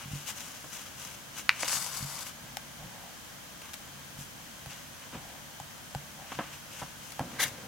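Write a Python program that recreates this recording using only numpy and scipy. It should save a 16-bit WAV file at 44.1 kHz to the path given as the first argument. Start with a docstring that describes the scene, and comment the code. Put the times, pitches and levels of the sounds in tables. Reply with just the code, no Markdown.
"""First a light rub and soft thumps of a hand are heard, close by, over the quiet air of a small room.
A sticker is peeled from its backing sheet: shaped noise rustles, one sharp snap cracks, the sheet slides off.
A fingertip rubs the sticker onto a planner page with creaking noise; its taps ring a few damped page modes.
Hands knock on the desk, ringing its damped modes, and something brushes by with a short, hollow swish."""
import sys
import numpy as np
from scipy import signal
from scipy.fft import rfft, irfft, next_fast_len
from scipy.io import wavfile
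from scipy.ndimage import uniform_filter1d

SR = 44100
rng = np.random.default_rng(int(sys.argv[2]) if len(sys.argv) > 2 else 0)


def generate_wav(sig):
    """Save sig (samples, or channels by samples) to the path in sys.argv[1] as 16-bit PCM at SR."""
    pcm = np.round(np.clip(np.atleast_2d(sig).T, -1, 1) * 32767).astype(np.int16)
    wavfile.write(sys.argv[1], SR, pcm)


N = 338247
T = np.arange(N) / SR
RING_T = T[:8192]  # time axis of one short sound, 0.19 s


def amp(db):
    """Turn decibels into a gain."""
    return 10 ** (np.asarray(db) / 20)


def unit(x):
    """Scale to rms 1."""
    return x / np.sqrt(np.mean(x ** 2))


def along(points, hz):
    """Join (frequency [Hz], value) points on a log-frequency axis."""
    f, value = np.transpose(points)
    return np.interp(np.log(hz + 1), np.log(f), value)


def gains(points, hz):
    """Gain of a (frequency [Hz], level [dB]) spectrum that falls away beyond its ends."""
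    below = np.minimum(hz / points[0][0], 1) ** 2
    above = np.minimum(points[-1][0] / (hz + 1), 1) ** 2
    return amp(along(points, hz)) * below * above


def shape(x, gain_at):
    """Filter with a gain that is given as a function of frequency."""
    size = next_fast_len(N, True)
    hz = np.arange(size // 2 + 1) * SR / size
    return irfft(rfft(x, size) * gain_at(hz), size)[..., :N]


def soften(x, hz):
    """One-pole low-pass: a softer contact passes less treble."""
    return signal.sosfilt(signal.butter(1, min(hz, SR / 2 - 1), fs=SR, output="sos"), x)


def low_cut(x, hz):
    """High-pass: a small body radiates little bass."""
    return signal.sosfilt(signal.butter(2, hz, "high", fs=SR, output="sos"), x)


def add(track, s, sound):
    """Mix a sound into a track at a time in seconds."""
    start = int(s * SR)
    track[..., start:start + sound.shape[-1]] += sound[..., :N - start]


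def walk(rate):
    """A smooth random wander of rms 1, drawn anew about `rate` times a second."""
    step = max(int(SR / rate), 1)
    steps = np.repeat(rng.standard_normal(N // step + 1), step)[:N]
    return unit(uniform_filter1d(steps, step))


def stroke(s, db, rise, fall):
    """A rub speeds up to a peak at time s and slows down, as a bell-shaped level."""
    distance = (T - s) / np.where(T < s, rise, fall)
    return amp(db) * np.exp(-np.minimum(distance ** 2, 50))


def gesture(s, db, length, rise_share):
    """A stroke that spends a share of its length speeding up."""
    return stroke(s, db, length * rise_share, length * (1 - rise_share))


def ring(modes, pitch=1, scatter=0):
    """Damped modes after a blow, peak 1; scatter [dB] shifts their weights with the place of the blow."""
    y = np.zeros(len(RING_T))
    for f, db, t60 in modes:
        decay = np.exp(-np.log(1000) * RING_T / t60)
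        weight = amp(db + scatter * rng.standard_normal())
        y += weight * np.sin(2 * np.pi * f * pitch * RING_T) * decay
    return y / np.abs(y).max()


# how alike left and right are for close sounds, before the lean: (frequency [Hz], correlation)
CLOSE_LIKENESS = [(700, 0.97), (2500, 0.85), (5000, 0.38), (8000, 0.066)]


def texture(colour, likeness=CLOSE_LIKENESS, grain_db=0, rate=3000):
    """Stereo hiss of tiny slips, rms 1; each grain has its own random size."""
    step = max(int(SR / rate), 1)
    grains = np.repeat(rng.exponential(size=N // step + 1), step)[:N]
    sizes = amp(grain_db * np.minimum(grains, 5))
    mid, side = rng.standard_normal((2, N)) * sizes

    def alike(hz):
        return np.clip(along(likeness, hz), -1, 1)

    mid = shape(mid, lambda hz: gains(colour, hz) * np.sqrt(1 + alike(hz)))
    side = shape(side, lambda hz: gains(colour, hz) * np.sqrt(1 - alike(hz)))
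    return unit(np.array([mid + side, mid - side]))


def sheet(x, depth_db=2.5, spacing_hz=110):
    """The many bending modes of a sheet ripple the spectrum of whatever rubs it."""
    grid = np.arange(0, SR / 2, spacing_hz)
    ripple = rng.standard_normal(len(grid))
    return unit(shape(x, lambda hz: amp(depth_db * np.interp(hz, grid, ripple))))


# full lean of the treble: (frequency [Hz], left minus right [dB])
LEFT_LEAD = [(1500, 0), (2500, 1), (4400, 4.5), (8000, 8.5), (15000, 14)]


def lean_left(x, share=1):
    """The treble is stronger on the left."""
    sides = np.array([[1], [-1]]) / 2
    return shape(x, lambda hz: amp(share * along(LEFT_LEAD, hz) * sides))


def desk_dip(x, dip_hz=405, width_hz=130, depth=0.49):
    """Sound bounced off the desk partly cancels the direct sound in one low band."""
    band = signal.lfilter(*signal.iirpeak(dip_hz, dip_hz / width_hz, fs=SR), x)
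    return x - depth * band


def room(x, damp_hz=7000, gap_s=0.0014):
    """Things on the desk scatter the sound at once; the walls return a faint, dull tail, cut at 0.19 s."""
    out = x
    for db, t60 in ((-16, 0.13), (-22, 0.45)):  # desk, then walls: (level [dB], decay rate as t60 [s])
        shared = rng.standard_normal(len(RING_T))
        own = rng.standard_normal((2, len(RING_T)))  # separate for left and right
        tail = soften(shared + 0.51 * own, damp_hz)
        tail = tail * np.exp(-np.log(1000) * RING_T / t60) * (RING_T > gap_s)
        tail = tail / np.sqrt(np.sum(tail ** 2) / 2)
        out = out + amp(db) * signal.fftconvolve(x, tail, axes=1)[:, :N]
    return out


# colour of the room hiss: (frequency [Hz], relative level [dB])
AIR_COLOUR = [(15, -44), (25, -15.5), (69, -3), (113, -2), (144, -6.5), (178, -0.5), (209, -1), (305, -5.5),
              (445, -8.5), (552, -7), (997, -8), (1570, -10.5), (1900, -10.5), (3000, -12.5),
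              (15500, -19.5)]
# how alike left and right are in the hiss, before the lean: (frequency [Hz], correlation)
AIR_LIKENESS = [(60, 0.63), (150, 0.46), (300, 0.26), (1000, 0.16), (15000, 0.16)]


def air(hum_hz=141, hum_db=-64, hiss_db=-47.5):
    """Room air and microphone hiss, with the wavering hum of an appliance."""
    phase = 2 * np.pi * np.cumsum(hum_hz + 4 * walk(20)) / SR
    hum = np.sqrt(2) * np.sin(phase) * amp(hum_db + 2.9 * walk(6.7))
    hiss = texture(AIR_COLOUR, AIR_LIKENESS) * amp(hiss_db)  # level before the resonances
    # faint fixed resonances colour the hiss: (frequency [Hz], width [Hz], level [dB])
    peaks = [(401, 90, -6), (1594, 210, 5.0), (3134, 300, 5.0), (6300, 1250, 4.5)]

    def resonances(hz):
        return amp(sum(db / (1 + (2 * (hz - f) / width) ** 2) for f, width, db in peaks))

    return lean_left(shape(hiss, resonances), share=0.33) + hum


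# colour of the arms on the desk: (frequency [Hz], relative level [dB])
SHUFFLE_COLOUR = [(70, -10), (130, -0.5), (240, 2), (400, -5.5), (650, -8), (1500, -16), (3000, -20),
                  (8000, -32)]


def shuffle(start_s=7.19, attack_s=0.056, level_db=-47.5):
    """The low shuffle of arms on the desk sets in and holds, as coarse-grained noise."""
    onset = np.clip((T - start_s) / attack_s, 0, 1)
    return amp(level_db) * onset * texture(SHUFFLE_COLOUR, grain_db=1.0, rate=280)


# modes of the planner lying on the desk: (frequency [Hz], relative level [dB], t60 [s])
PLANNER_MODES = [(82.5, -8, 0.054), (144, 4.5, 0.13), (185, 5.5, 0.045), (240, 0, 0.059)]


def thud(push_ms):
    """Flesh pushes slowly, so mostly the lowest modes of the planner answer; peak 1."""
    push = np.sin(np.pi * np.minimum(1000 * RING_T / push_ms, 1)) ** 2
    y = signal.fftconvolve(ring(PLANNER_MODES), push)
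    return y / np.abs(y).max()


PAD_LAG_S, PAD_PUSH_MS = 0.0051, 5.1
# the side of a hand lands on the planner: (time [s], level before LANDING [dB])
THUMPS = [(0.058, -34), (.134, -25.5), (.643, -43), (1.769, -37), (2.026, -27.5), (4.188, -33.5),
          (6.372, -37), (7.453, -41)]
# a hand goes from light touch to full weight to settling:
# (time from full weight [s], added level [dB], push [ms])
LANDING = [(-.02, -9, 6), (0, -0.5, 2.7), (.022, -7, 2.6)]


def thumps():
    """A hand rolls onto the planner in three pushes; a finger pad lands just after each nail tap."""
    out = np.zeros(N)
    for s, db in THUMPS:
        for lag, share_db, push_ms in LANDING:
            start = s + lag - push_ms / 2000  # the middle of the push falls on time
            add(out, start, amp(db + share_db) * thud(push_ms))
    for s, *_, pad_db in TAPS:
        add(out, s + PAD_LAG_S, amp(pad_db) * thud(PAD_PUSH_MS))
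    return out


# the scuff's gain, its decay at a brightness of 1 kHz, and the power by which duller blows scuff longer
SCUFF_GAIN, SCUFF_DECAY_MS, SCUFF_SOFTNESS = 0.354, 16.5, 0.51
# colour of the scuff: (frequency [Hz], relative level [dB])
SCUFF_COLOUR = [(160, 3.5), (300, 8.5), (420, -3.5), (620, 3), (1100, 5.5), (2000, 0.5), (3200, -4),
                (6000, -26), (15000, -20)]
# modes of the desk top: (frequency [Hz], relative level [dB], t60 [s])
DESK_MODES = [(179, -17, 0.034), (266, -7.5, 0.035), (324, -7.5, 0.043), (530, -9, 0.036), (693, -5, 0.042),
              (957, -1.5, 0.021), (1390, -2, 0.0088), (1970, 0, 0.0075), (2500, -7, .01), (3140, 3, 0.017)]
# knocks on the desk: (time [s], peak level [dB], brightness as a low-pass corner [Hz])
KNOCKS = [(0.642, -35, 1090), (1.632, -22, 6000), (1.645, -34, 4000), (5.128, -35.5, 800),
          (5.148, -34, 650), (6.319, -27.5, 3000), (6.389, -20, 1700), (6.406, -32, 800),
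          (6.82, -27.5, 1310), (7.1948, -28, 2000), (7.205, -24, 400)]


def knocks(cut_hz=140, thin_power=0.62):
    """Each blow rings and scuffs the desk top; a soft one is dull and scuffs longer, a hard one is thin."""
    out = np.zeros(N)
    grain = unit(shape(rng.standard_normal(N), lambda hz: gains(SCUFF_COLOUR, hz)))
    for s, db, bright_hz in KNOCKS:
        scuff_ms = SCUFF_DECAY_MS * (1000 / bright_hz) ** SCUFF_SOFTNESS
        scuff = np.roll(grain, -int(s * SR))[:len(RING_T)] * np.exp(-1000 * RING_T / scuff_ms)
        blow = ring(DESK_MODES, scatter=1) + SCUFF_GAIN * scuff
        blow = soften(soften(blow, bright_hz), bright_hz)
        blow = low_cut(blow, cut_hz * (bright_hz / 1000) ** thin_power)  # cut_hz holds at 1 kHz
        add(out, s, amp(db) * blow / np.abs(blow).max())
    return out


SWISH_S, SWISH_RISE_S, SWISH_FALL_S = 7.43, 0.031, 0.027
SWISH_BODY_DB, SWISH_FULL_SHARE = -32.5, 0.26  # the body levels off above this share of the top speed
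SWISH_HISS_DB, SWISH_HISS_POWER = -29.5, 1.45  # the hiss grows as this power of the speed
# hollow resonance of the swish: (frequency [Hz], relative level [dB])
SWISH_BODY = [(450, -10), (780, -12.5), (1020, -7), (1400, -12.5), (1590, -2), (1760, -4), (1970, -0.5),
              (2250, 0), (2500, -17), (4000, -13.5)]
# hiss of the swish: (frequency [Hz], relative level [dB])
SWISH_HISS = [(1500, -21), (3500, 4), (4600, -2), (6400, 1), (8000, -4), (9800, -0.5), (15000, -9)]


def swish(follow_db=-18, follow_s=0.097, flutter_db=2.5):
    """A quick hollow swish that flutters, brightest at its fastest, with a slow follow-through."""
    quick = stroke(SWISH_S, 0, SWISH_RISE_S, SWISH_FALL_S)
    speed = np.maximum(quick, stroke(SWISH_S, follow_db, follow_s, follow_s))
    body_level = amp(SWISH_BODY_DB) * np.tanh((speed / SWISH_FULL_SHARE) ** 2)
    hiss_level = amp(SWISH_HISS_DB) * speed ** SWISH_HISS_POWER
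    body = body_level * texture(SWISH_BODY)
    hiss = hiss_level * sheet(texture(SWISH_HISS, grain_db=-1.5))
    return (body + hiss) * amp(flutter_db * walk(140))


RUB_RISE_SHARE = 0.34  # of a rub's length
# colour of fingers on paper: (frequency [Hz], relative level [dB])
RUB_COLOUR = [(250, -25), (420, -6), (650, -2), (1300, 3.5), (2200, 1.5), (3000, 4.5), (4200, -5.5),
              (6600, -0.5), (8800, -11), (15000, -17)]
# short rubs of fingers and paper:
# (time of the peak [s], level [dB], length [s], brightness as the added level per higher band [dB])
RUBS = [(.01, -46.5, 0.085, -1), (0.159, -50, 0.19, 4), (0.286, -39.5, 0.046, 3.5),
        (0.382, -47.5, 0.064, 3), (.49, -53.5, .3, 5), (.75, -46.5, 0.098, 4), (0.867, -52.5, 0.14, 2.5),
        (1.044, -47.5, 0.17, 4), (1.359, -47, .06, 3), (1.394, -46, 0.038, 4.5), (1.607, -40.5, 0.17, 0.5),
        (2.177, -48, .05, -9), (2.27, -47.5, 0.024, 5), (3.65, -48, 0.076, -6), (4.202, -53, 0.059, 7.5),
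        (4.724, -48.5, 0.13, 0.5), (5.037, -47, 0.036, -6), (5.145, -48, .075, -9), (5.3, -57, 0.12, -11),
        (6.318, -48, 0.14, -1.5), (6.453, -46.5, 0.13, -10), (6.535, -49, 0.042, 2),
        (6.763, -48.5, 0.17, 2.5), (7.057, -53, 0.16, 4.5), (7.333, -52, .11, -2), (7.465, -48, .06, 5)]


def rubs(low_hz=3500, high_hz=8000, catch_db=2.0):
    """Fingers work the sticker loose and brush the page: unsteady noise in three bands, tilted per rub."""
    grain = sheet(texture(RUB_COLOUR, grain_db=2.5)) * amp(catch_db * walk(90))
    low = shape(grain, lambda hz: 1 / (1 + (hz / low_hz) ** 6))
    below_top = shape(grain, lambda hz: 1 / (1 + (hz / high_hz) ** 6))
    bands = (low, below_top - low, grain - below_top)
    levels = np.zeros((3, N))
    for s, db, length, bright_db in RUBS:
        level = gesture(s, db, length, RUB_RISE_SHARE)
        for k in range(3):
            levels[k] += level * amp(k * bright_db)
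    return sum(band * level for band, level in zip(bands, levels))


PRESS_RISE_SHARE = 0.47  # of a press's length
# colour of the creak: (frequency [Hz], relative level [dB])
PRESS_COLOUR = [(300, -22), (520, -4), (780, 2.5), (950, -4), (1200, -15), (3000, -17)]
# colour of the rumble: (frequency [Hz], relative level [dB])
RUMBLE_COLOUR = [(35, -6), (55, 4), (90, -4.5), (150, 6), (230, -5.5), (380, -25)]
# the fingertip smooths the sticker down:
# (time of the peak [s], creak level [dB], rumble level [dB], length [s])
PRESSES = [(2.48, -58, -52.5, 0.16), (2.833, -52.5, -49.5, 0.095), (2.953, -52, -64, .08),
           (3.052, -51.5, -60, .1), (5.16, -59, -50, .06), (5.283, -53.5, -68, 0.23),
           (6.218, -51.5, -57, .09)]


def presses():
    """Skin creeps over the sticker, stirring the page stack (creak) and rocking the planner (rumble)."""
    creak = texture(PRESS_COLOUR, grain_db=2, rate=600)
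    rumble = texture(RUMBLE_COLOUR)
    out = np.zeros((2, N))
    for s, creak_db, rumble_db, length in PRESSES:
        press = amp(creak_db) * creak + amp(rumble_db) * rumble
        out += press * gesture(s, 0, length, PRESS_RISE_SHARE)
    return out


def tick(decay_ms, top_hz=4600, width=1.04):
    """A very short burst of paper noise, partly different on each side."""
    shared = rng.standard_normal(len(RING_T))
    own = rng.standard_normal((2, len(RING_T)))
    burst = unit(soften(shared + width * own, top_hz))
    return burst * np.exp(-1000 * RING_T / decay_ms)


UNSTICK_DECAY_MS = 5.7
# the sticky paper lets go: (time [s], level [dB])
UNSTICKS = [(3.618, -41), (3.655, -47), (3.734, -35.5), (3.740, -34.5), (7.120, -38)]


def unsticks(ring_db=-12, ring_hz=880):
    """Glue lets go with a tick that barely stirs the page stack."""
    out = np.zeros((2, N))
    for s, db in UNSTICKS:
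        pop = tick(UNSTICK_DECAY_MS) + amp(ring_db) * ring(PAGE_MODES, ring_hz)
        add(out, s, amp(db) * pop)
    return out


TICK_DECAY_MS = 1.67
# modes of the page stack under a nail: (multiple of the ring pitch, relative level [dB], t60 [s])
PAGE_MODES = [(1, 14, 0.017), (.84, -28, 0.029), (1.9, -2, 0.028), (2.8, 0, 0.0068), (3.9, -14, 0.016)]
# a fingernail meets the page and the pad of the finger follows:
# (time [s], ring level [dB], ring pitch [Hz], tick level [dB], pad level [dB])
TAPS = [(2.570, -25, 786, -25.5, -49), (4.660, -37.5, 806, -37.5, -35.5), (5.600, -28, 810, -37, -38),
        (5.949, -23, 800, -32.5, -26.5), (6.817, -29.5, 836, -40, -34), (7.1942, -17.5, 857, -36.5, -52),
        (7.2128, -31, 785, -52, -48)]


def taps():
    """The nail ticks on the paper and the page stack rings briefly."""
    out = np.zeros((2, N))
    for s, ring_db, hz, tick_db, _ in TAPS:
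        nail = amp(ring_db) * ring(PAGE_MODES, hz) + amp(tick_db) * tick(TICK_DECAY_MS)
        add(out, s, nail)
    return out


def crinkle(rate=130, spread_db=3):
    """Sparse little creases that pop in the bending sheet, about `rate` a second."""
    sizes = amp(spread_db * np.minimum(rng.exponential(size=N), 3))
    pops = (rng.random(N) < rate / SR) * sizes
    return sheet(shape(pops, lambda hz: gains(RUB_COLOUR, hz)))


CATCH_RISE_S, CATCH_FALL_S = 0.004, 0.01
EDGE_DB, EDGE_FULL_SHARE = -42.5, 0.56  # the edge hiss levels off above this share of the top speed
# the body grows as a power of the speed and fades as less paper stays in contact
BODY_DB, BODY_POWER, BODY_FADE_DB_PER_S = -39, 0.35, 7.5
# how fast the sheet is drawn over the page, as its hiss before a trim: (time [s], level [dB])
SLIDE = [(1.645, -41.5), (1.673, -44), (1.677, -41), (1.725, -31), (1.925, -44), (1.989, -38.5),
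         (2.053, -45.5), (2.213, -43.5), (2.247, -49), (2.285, -44), (2.32, -64)]
# the sheet catches as it starts to move: (time of the peak [s], level [dB])
CATCHES = [(1.606, -36), (1.628, -33), (1.682, -33.5), (1.708, -38), (1.729, -42)]
# colour of the hiss: (frequency [Hz], relative level [dB])
SLIDE_HISS = [(2800, -29), (4200, -4.5), (4900, 2.5), (6600, 1.5), (8500, -0.5), (10000, -5.5),
              (12500, -20)]
# finer hiss of the cut edge: (frequency [Hz], relative level [dB])
SLIDE_EDGE = [(7500, -18), (10000, 1.5), (13000, 1), (15500, -9)]
# fuller sound of the sheet's body: (frequency [Hz], relative level [dB])
SLIDE_BODY = [(150, -1), (400, -23), (700, -2), (1150, 2), (2000, -5), (3300, -4.5), (5000, -7.5)]


def slide(hiss_trim_db=-1.5, catch_db=1.25, crinkle_db=-8):
    """Paper drags over paper, catching and crinkling; its speed drives the hiss, edge and body noise."""
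    s, db = np.transpose(SLIDE)
    drag = amp(np.interp(T, s, db)) * (T > s[0]) * (T < s[-1])
    speed = drag / drag.max()
    catches = sum(stroke(at, size_db, CATCH_RISE_S, CATCH_FALL_S) for at, size_db in CATCHES)
    hiss_level = np.hypot(drag * amp(hiss_trim_db), catches)
    edge_level = np.tanh(speed / EDGE_FULL_SHARE) * amp(EDGE_DB)
    body_level = speed ** BODY_POWER * amp(BODY_DB - BODY_FADE_DB_PER_S * (T - s[0]))
    rustle = sheet(texture(SLIDE_HISS, grain_db=2.5, rate=4000))
    hiss = hiss_level * (rustle + amp(crinkle_db) * crinkle())
    edge = edge_level * sheet(texture(SLIDE_EDGE, grain_db=1.5, rate=4800))
    body = body_level * sheet(texture(SLIDE_BODY, grain_db=1.5, rate=2400))
    return (hiss + edge + body) * amp(catch_db * walk(110))


# colour of the crack: (frequency [Hz], relative level [dB])
SNAP_COLOUR = [(200, -52), (450, -29), (900, -10), (1500, -1.5), (2100, 2), (2650, 1), (3300, -14),
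               (3800, -8.5), (4400, -8.5), (5500, -18), (7500, -28.5), (15000, -38)]
# the backing sheet buckles: (time [s], peak level of the crack before the desk and room [dB])
SNAPS = [(1.493, -0.5), (1.4951, -13), (1.503, -17), (1.6326, -17)]


def snap():
    """The stiff sheet flips over with a sharp crack; weaker copies follow."""
    size = 1024
    spectrum = gains(SNAP_COLOUR, np.arange(size // 2 + 1) * SR / size)
    # minimum phase: the pulse with this spectrum that starts as abruptly as possible
    cepstrum = irfft(np.log(spectrum + 1e-4))
    causal = 2 * cepstrum[:size // 2] * (np.arange(size // 2) > 0)
    crack = irfft(np.exp(rfft(causal, size)))
    out = np.zeros(N)
    for s, db in SNAPS:
        add(out, s, amp(db) * crack / np.abs(crack).max())
    return out


SNAP_ROOM_DB = -1.5  # the snap is nearest to the microphone, so it stirs the room less


def scene():
    """Everything on the desk sounds into the room, over its quiet air."""
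    crack = desk_dip(snap())
    blows = low_cut(taps() + unsticks(), hz=390) + low_cut(thumps(), hz=55.4) + knocks()
    friction = rubs() + slide() + presses() + swish() + shuffle()
    send = amp(SNAP_ROOM_DB)
    in_room = room(desk_dip(blows + friction) + send * crack)
    direct = (1 - send) * crack  # the rest of the snap skips the room
    return lean_left(in_room + direct) + air()


def record(dry, top_hz=15900):
    """The input clips at full scale, then a steep low-pass cuts the top."""
    steep = signal.ellip(10, 0.1, 70, top_hz, fs=SR, output="sos")
    return signal.sosfilt(steep, np.clip(dry, -1, 1))


dry = scene()
out = record(dry)
generate_wav(out)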